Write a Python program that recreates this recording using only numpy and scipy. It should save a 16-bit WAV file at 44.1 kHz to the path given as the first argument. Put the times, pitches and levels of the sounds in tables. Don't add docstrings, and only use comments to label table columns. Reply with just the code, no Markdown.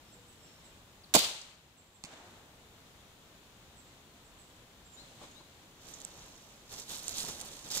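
import sys
import numpy as np
from scipy import signal
from scipy.fft import rfft, irfft, next_fast_len
from scipy.io import wavfile
from scipy.ndimage import uniform_filter1d, minimum_filter1d

SR = 44100
rng = np.random.default_rng(int(sys.argv[2]) if len(sys.argv) > 2 else 0)


def unload_audio(sound):
    columns = np.transpose(np.atleast_2d(sound))
    steps = np.round(np.clip(columns, -1, 1) * 32767)
    wavfile.write(sys.argv[1], SR, steps.astype(np.int16))


N = 343980
SIZE = next_fast_len(N + SR)
T = np.arange(N) / SR
HZ = np.maximum(np.arange(SIZE // 2 + 1) * SR / SIZE, 1)
PORT_SPACING_M, SOUND_SPEED_M_S = 0.094, 343

# hz, t60_s
WOOD_T60 = [(100, 0.83), (700, 0.73), (1500, 1), (3500, 0.61), (7000, 0.66), (14000, 0.3775)]
# peak_s, crackle_db, scuff_db, swell_s, t60_s, crunch_hz
STEPS = [(5.91, -59, -59.5, 0.0703, 3.8, 5884), (6.19, -71, -61.5, 0.027, 1.3, 5840),
         (6.741, -51, -55, 0.027, 0.18, 5314), (6.795, -50.5, -56.5, 0.025, 0.363, 5473),
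         (6.921, -45.5, -53.5, 0.0297, 0.71, 12370), (7.152, -46.5, -51.5, 0.087, 2.1, 6172),
         (7.194, -39.5, -52.5, 0.018, 0.42, 9400), (7.295, -45, -45.5, 0.02003, 0.14, 5477),
         (7.47, -53, -53.5, 0.1531, 1.5, 9500), (7.665, -51, -54, 0.0193, 0.67, 5550),
         (7.712, -38.5, -51.5, 0.00648, 0.862, 5110), (7.78, -38, -51, 0.027, .6, 5380)]
# hz, level_db
SCUFF_COLOUR = [(40, 0.5), (120, 1.5), (400, 0), (900, -2), (1600, -8.5), (3000, -11.5), (8000, -25)]


def from_db(db):
    return 10 ** (np.asarray(db) / 20)


def at_hz(points, hz):
    f, value = np.transpose(points)
    return np.interp(np.log(hz), np.log(f), value)


def decay(age, t60):
    return np.exp(-np.log(1000) * age / t60)


def filtered(x, response):
    return irfft(rfft(x, SIZE) * response, SIZE)[..., :N]


def coloured(x, points):
    cepstrum = irfft(np.log(from_db(at_hz(points, HZ))), SIZE)
    cepstrum[1:SIZE // 2] *= 2
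    cepstrum[SIZE // 2 + 1:] = 0
    return filtered(x, np.exp(rfft(cepstrum)))


def resonant(x, hz, q):
    b, a = signal.iirpeak(hz, max(q, 1), fs=SR)
    return signal.lfilter(b, a, x + 1e-18)


def drift(rate_hz):
    slow = filtered(rng.standard_normal(SIZE), 1 / (1 + (HZ / rate_hz) ** 2))
    return slow / slow.std()


def diffuse():
    a, b = rng.standard_normal((2, N))
    alike = np.clip(.95 * np.sinc(2 * HZ * PORT_SPACING_M / SOUND_SPEED_M_S), -1, 1)
    right = filtered(a, alike) + filtered(b, np.sqrt(1 - alike ** 2))
    return np.array([a, right])


def placed(x, lag_ms, lean_db):
    shade_db = lean_db / 2 * HZ ** 2 / (HZ ** 2 + 1500 ** 2)
    late = np.exp(-2j * np.pi * HZ * lag_ms / 1000)
    return filtered(x, np.array([from_db(shade_db) * late, from_db(-shade_db)]))


def bursts(rows):
    power = np.zeros(N)
    for s, level_db, t60 in rows:
        at = round(s * SR)
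        age = T[:min(N - at, SR // 4)]
        power[at:at + len(age)] += (from_db(level_db) * decay(age, t60)) ** 2
    return np.sqrt(power)


def struck(blows, modes):
    clicks, age = np.zeros(N), T[:SR // 2]
    for s, level_db in blows:
        clicks[round(s * SR)] += from_db(level_db)
    ring = sum(from_db(db) * np.sin(2 * np.pi * hz * age) * decay(age, t60) for hz, db, t60 in modes)
    return signal.fftconvolve(clicks, ring)[:N]


def click(rows):
    loudest = max(rows, key=lambda row: row[1])
    return signal.unit_impulse(N, round(loudest[0] * SR))


def breaks(per_s, spread_db):
    born = np.flatnonzero(rng.random(N) < per_s / SR)
    size_db = spread_db * np.minimum(rng.exponential(1, len(born)), 3.5)
    clicks = np.zeros(N)
    clicks[born] = from_db(size_db) * rng.choice([-1, 1], len(born))
    return clicks / clicks.std()


def pressure(peak_s, swell_s, t60):
    age = T - peak_s
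    fall = np.where(age < 0, (age / swell_s) ** 2 / 2, np.log(1000) * age / t60)
    return np.exp(-np.minimum(fall, 20))


def wood(x, t60s, build_s, trunk_width_s=0.018):
    # delay_s, gain_db
    trunks = [(.043, 2), (0.093, 4), (.138, 1.5), (.19, -0.5), (.264, -1.5)]
    age, centres = T[:3 * SR // 2], np.geomspace(100, 14000, 8)
    echoes = rfft(diffuse()[:, :len(age)])
    hz = np.maximum(np.linspace(0, SR / 2, echoes.shape[1]), 1)
    response = 0
    for centre, share in zip(centres, np.eye(len(centres))):
        band = irfft(echoes * np.interp(np.log(hz), np.log(centres), share), len(age))
        response = response + band * decay(age, at_hz(t60s, centre))
    answers_db = sum(db * np.exp(-((age - s) / trunk_width_s) ** 2) for s, db in trunks)
    response = response * (1 - np.exp(-age / build_s)) * from_db(answers_db)
    response /= np.sqrt(np.sum(response ** 2) / 2)
    return signal.fftconvolve(x[None], response, axes=1)[:, :N]


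def air():
    # hz, level_db
    murmur_colour = [(15, -57), (35, -43.5), (85, -41.5), (160, -43.5), (260, -46.5), (450, -49.5),
                     (1000, -52), (2000, -58), (3400, -60.5), (5000, -65), (7200, -68), (15000, -79)]
    # hz, lean_db
    lean = [(200, 0.6019), (1000, 0.647), (2200, 2.5), (5000, 0.8353), (9000, -1)]
    murmur = coloured(diffuse(), murmur_colour) * from_db(.5 * drift(4.4))
    lean_db = at_hz(lean, HZ)
    return placed(filtered(murmur, from_db([lean_db, -lean_db])), lag_ms=0.04746, lean_db=-0.5)


def whistles(calls, length_s, glide_hz, waver):
    out, n = np.zeros(N), round(length_s * SR)
    for s, level_db, hz in calls:
        at = max(round(s * SR), 0)
        pitch = np.linspace(hz, hz + glide_hz, n) * waver[at:at + n]
        tone = np.sin(2 * np.pi * np.cumsum(pitch) / SR)
        out[at:at + n] += from_db(level_db) * np.sqrt(np.hanning(n)) * tone
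    return out


def birds():
    # start_s, level_db, start_pitch_hz
    tsees = [(.11, -61, 7830), (.27, -61.5, 8230), (.413, -63, 7850), (.628, -61.5, 8130),
             (1.765, -60, 7933), (1.93, -61, 7900), (3.761, -60, 7978), (4.23, -65, 7980),
             (4.377, -60, 8080), (4.915, -57.5, 7554)]
    # start_s, level_db, start_pitch_hz
    hweets = [(4.958, -58, 3590), (5.34, -62, 3484)]
    # start_s, level_db, start_pitch_hz
    flicks = [(1.035, -57, 5230), (5.308, -60.5, 7400)]
    # start_s, level_db, length_s, pitch_hz
    held_notes = [(.018, -73, 0.175, 5270), (.13, -60, 0.2, 486), (.37, -68, 0.26, 5430),
                  (4.843, -62, 0.0553, 7400)]
    waver = 1 + .012 * drift(127.05)
    steady = 1 + .005 * drift(120)
    song = (whistles(tsees, length_s=.056, glide_hz=-640, waver=waver)
            + whistles(hweets, length_s=.075, glide_hz=810, waver=waver)
            + whistles(flicks, length_s=0.015, glide_hz=-1500, waver=waver)
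            + sum(whistles([(s, db, hz)], length_s, 0, steady) for s, db, length_s, hz in held_notes))
    direct = from_db(-1.0) * placed(song, lag_ms=0.068, lean_db=6.5)
    return direct + from_db(-7) * wood(song, WOOD_T60, build_s=0.00912)


def sleeves():
    # peak_s, swish_db, scuff_db, swell_s, t60_s
    brushes = [(5.05, -62.5, -64.5, 0.1, 3.5), (5.24, -61, -61, 0.024, .3)]
    swish = sum(from_db(db) * pressure(s, swell_s, t60) for s, db, _, swell_s, t60 in brushes)
    scuff = sum(from_db(db) * pressure(s, swell_s, t60) for s, _, db, swell_s, t60 in brushes)
    cloth = diffuse() * swish + from_db(14) * coloured(diffuse() * scuff, SCUFF_COLOUR)
    return placed(cloth, lag_ms=0.12, lean_db=3.5)


def handling(softness_s=0.0083):
    # start_s, level_db (before softening), t60_s
    bumps = [(5.105, -55.5, 0.074), (5.213, -35.5, 0.04778), (5.234, -35, 0.0618), (5.404, -45, 0.065),
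             (6.738, -52, 0.037), (7.242, -26, 0.036), (7.288, -40, 0.059), (7.767, -28.5, .05)]
    # hz, level_db
    bump_colour = [(60, -9), (190, 8), (450, 3.5), (1000, 3), (1800, -12.5), (4000, -28), (8000, -26),
                   (15000, -27)]
    contact = uniform_filter1d(bursts(bumps), size=max(round(softness_s * SR), 1))
    return coloured(diffuse() * contact, bump_colour)


def leaf_grains(cracks_per_s, size_spread_db, cycles, count=14):
    pitches = np.geomspace(1800, 15000, count)
    out = sum(resonant(breaks(cracks_per_s / count, size_spread_db), hz, cycles) for hz in pitches)
    return out / out.std()


def snaps(rows, sharpness=5.6, break_db=8):
    out = np.zeros(N)
    for s, level_db, t60, hz in rows:
        at = round(s * SR)
        age = T[:min(N - at, SR // 8)]
        splinters = rng.standard_normal(len(age)) * decay(age, t60)
        crack = from_db(break_db) * resonant(signal.unit_impulse(len(age)), hz, 1)
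        out[at:at + len(age)] += from_db(level_db) * (resonant(splinters, hz, sharpness) + crack)
    return out


def stray_snaps(crackle, per_s=30, hardest_db=-39, follows=0.96, t60_s=0.0054):
    first_s, last_s = STEPS[0][0], T[-1]
    rows = []
    for when, pitch in rng.random((round(per_s * (last_s - first_s)), 2)):
        s = first_s + when * (last_s - first_s)
        pressing_db = 20 * np.log10(crackle[int(s * SR)] / crackle.max())
        rows.append((s, hardest_db + follows * pressing_db, t60_s, 5000 + 8000 * pitch))
    return rows


def footsteps_and_litter(clump_db=1.6, hiss_db=1.5, crunch_db=5.5):
    # start_s, level_db, t60_s, pitch_hz
    tick_and_snaps = [(1.4145, -31, .036, 4900), (5.938, -36.5, 0.056, 6100), (6.003, -34, 0.00807, 11000),
                      (6.017, -38, .007, 8000), (6.0497, -28, 0.0065, 7667), (6.739, -34, .025, 5130),
                      (6.799, -30.5, .012, 10030), (6.995, -36, .011, 9000), (7.081, -23, 0.00564, 7100),
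                      (7.0825, -18.5, .008, 9100), (7.0937, -19, 0.0069, 13500), (7.2045, -26, .011, 7550),
                      (7.403, -31, 0.0073, 8800), (7.413, -22, 0.01454, 10160)]
    # hz, level_db
    leaf_colour = [(300, -24), (1200, 0), (2200, -5), (3600, 2.5), (5100, 2), (7200, 0), (9000, 0),
                   (12000, 7.5), (15500, 7)]
    grains = leaf_grains(cracks_per_s=2840, size_spread_db=6.5, cycles=3.6)
    clumps = from_db(clump_db * drift(61.3) - 3.5)
    litter = (grains + from_db(hiss_db) * diffuse()) * clumps
    stiff_leaves = breaks(per_s=2400, spread_db=4.0)
    crackle, scuff, crunch = 0, 0, 0
    for s, crackle_db, scuff_db, swell_s, t60, hz in STEPS:
        weight = pressure(s, swell_s, t60)
        crackle = np.hypot(crackle, from_db(crackle_db) * weight)
        scuff = np.hypot(scuff, from_db(scuff_db) * weight)
        crunch = crunch + from_db(crackle_db + crunch_db) * resonant(stiff_leaves * weight, hz, q=5.2)
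    sharp_sounds = snaps(tick_and_snaps + stray_snaps(crackle))
    dry_litter = coloured(litter * crackle, leaf_colour) + crunch + sharp_sounds
    soles = from_db(14.5) * coloured(diffuse() * scuff, SCUFF_COLOUR)
    return placed(dry_litter + soles, lag_ms=-0.14, lean_db=-1.0)


def bolt():
    # start_s, level_db, t60_s
    hits = [(2.0385, -24, 0.0034), (2.0395, -36.5, 0.022), (2.0490, -33.5, 0.013), (2.0538, -42, 0.057)]
    # hz, level_db, t60_s
    target_modes = [(168, 3, 0.05124), (248, 9, 0.026), (474, -13.5, .03), (805, -5, 0.023),
                    (2540, -1.5, .012), (4500, -9.5, .012)]
    # hz, level_db
    tick_colour = [(200, -7), (1100, 1), (1700, -7), (2600, 7), (3300, -2), (4400, 1.5), (5700, -7),
                   (7800, -2), (11000, -8), (15000, -10)]
    # hz, level_db
    wash_colour = [(100, -15), (300, -5.5), (480, -8), (700, -2.5), (1100, -7), (2000, -10), (4000, -16.5),
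                   (7500, -21.5), (11000, -25), (15000, -29)]
    # hz, t60_s
    wash_t60 = [(100, 1.8), (800, 1.964), (3000, 1.0843), (10000, 0.9985)]
    tick = coloured(rng.standard_normal(N) * bursts(hits), tick_colour)
    thud = struck([(2.0388, -59), (2.0435, -46.5)], target_modes)
    wash = wood(coloured(click(hits), wash_colour), wash_t60, build_s=0.038)
    return placed(tick + thud, lag_ms=0.11, lean_db=-5) + from_db(1.5) * wash


def rattle(count=3, start_s=1.1738, gap_s=.0084, level_db=-22.5, rise_db=2, t60_s=0.027):
    return [(start_s + k * gap_s, level_db + k * rise_db, t60_s) for k in range(count)]


def crossbow(radiation_hz=150):
    # start_s, level_db, t60_s
    cracks = [(1.1389, -16, 0.1265), (1.1422, -13, 0.0127), (1.1484, -15, 0.06604), (1.1523, -6.5, .011),
              (1.1555, -12, .04), (1.1648, -17, 0.02216)]
    # start_s, level_db
    slams = [(1.1482, -14), (1.1511, -9.5), (1.1540, -17.5), (1.1555, -24), (1.1626, -12.5),
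             (1.1684, -18.5), (1.1714, -19.5)]
    # hz, level_db, t60_s
    bow_modes = [(96, -24, 0.13), (203, -16, .094), (255, -11, 0.044), (317, -11.5, 0.065),
                 (497, -13.5, .06), (617, -6.5, .035), (710, -4.5, 0.022), (847.27, -3, .03),
                 (1052.6, -11, .025), (2420, -20, .05), (2951.4, -40, .4), (3600, -33, 0.45),
                 (4000, -43, .35), (4190, -35, .32), (4800, -24.5, 0.3), (6000, -32.5, 0.13),
                 (6700, -41.5, 0.15), (7087, -30, .2)]
    # hz, level_db
    crack_colour = [(30, -24), (100, -21), (500, 2.5), (1200, 1.5), (1800, -4), (2400, 0), (4000, 0),
                    (5500, -4), (7200, -6), (10000, -3), (13000, 3), (16000, 0)]
    # hz, level_db
    scatter_colour = [(30, -34), (100, -5), (300, -7), (600, 3.5), (1100, -.5), (1700, -5.5), (3200, 4.5),
                      (4500, 4), (7000, -1.5), (10000, 3), (15000, 11.5)]
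    crack = coloured(diffuse() * bursts(cracks + rattle()), crack_colour)
    radiation = signal.butter(2, radiation_hz, "high", fs=SR, output="sos")
    body = signal.sosfilt(radiation, struck(slams, bow_modes))
    direct = placed(crack, lag_ms=0.33, lean_db=-9.0) + from_db(-0.4) * placed(body, lag_ms=0.27, lean_db=4)
    scatter = wood(coloured(click(cracks), scatter_colour), WOOD_T60, build_s=0.022)
    return direct + from_db(7.0) * placed(scatter, lag_ms=0.036, lean_db=4.5)


def scene():
    return air() + birds() + sleeves() + handling() + footsteps_and_litter() + bolt() + crossbow()


def gain_control(x, above_db=-16, depth_db=4.0, hold_s=0.91, release_db_per_s=20):
    peak_db = 20 * np.log10(np.abs(x).max(axis=0) + 1e-9)
    over_db = np.clip(peak_db - above_db, 0, depth_db)
    half = int(hold_s * SR / 2)
    held_db = -minimum_filter1d(-over_db, 2 * half + 1, origin=half, mode="constant")
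    cut_db = np.maximum.accumulate(held_db + release_db_per_s * T) - release_db_per_s * T
    return x * from_db(-uniform_filter1d(cut_db, size=64))


def record(dry):
    # resonance_hz, sharpness_q (no unit)
    port_cavities = [(3950, 2.67), (7250, 3.77)]
    ports = np.array([1 / (1 - (HZ / hz) ** 2 + 1j * HZ / (hz * q)) for hz, q in port_cavities])
    self_noise = from_db(-66.5) * rng.standard_normal((2, N))
    heard = filtered(dry, ports) + self_noise
    top_cut = signal.ellip(12, .2, 90, 15600, fs=SR, output="sos")
    return signal.sosfilt(top_cut, gain_control(heard))


dry = scene()
out = record(dry)
unload_audio(out)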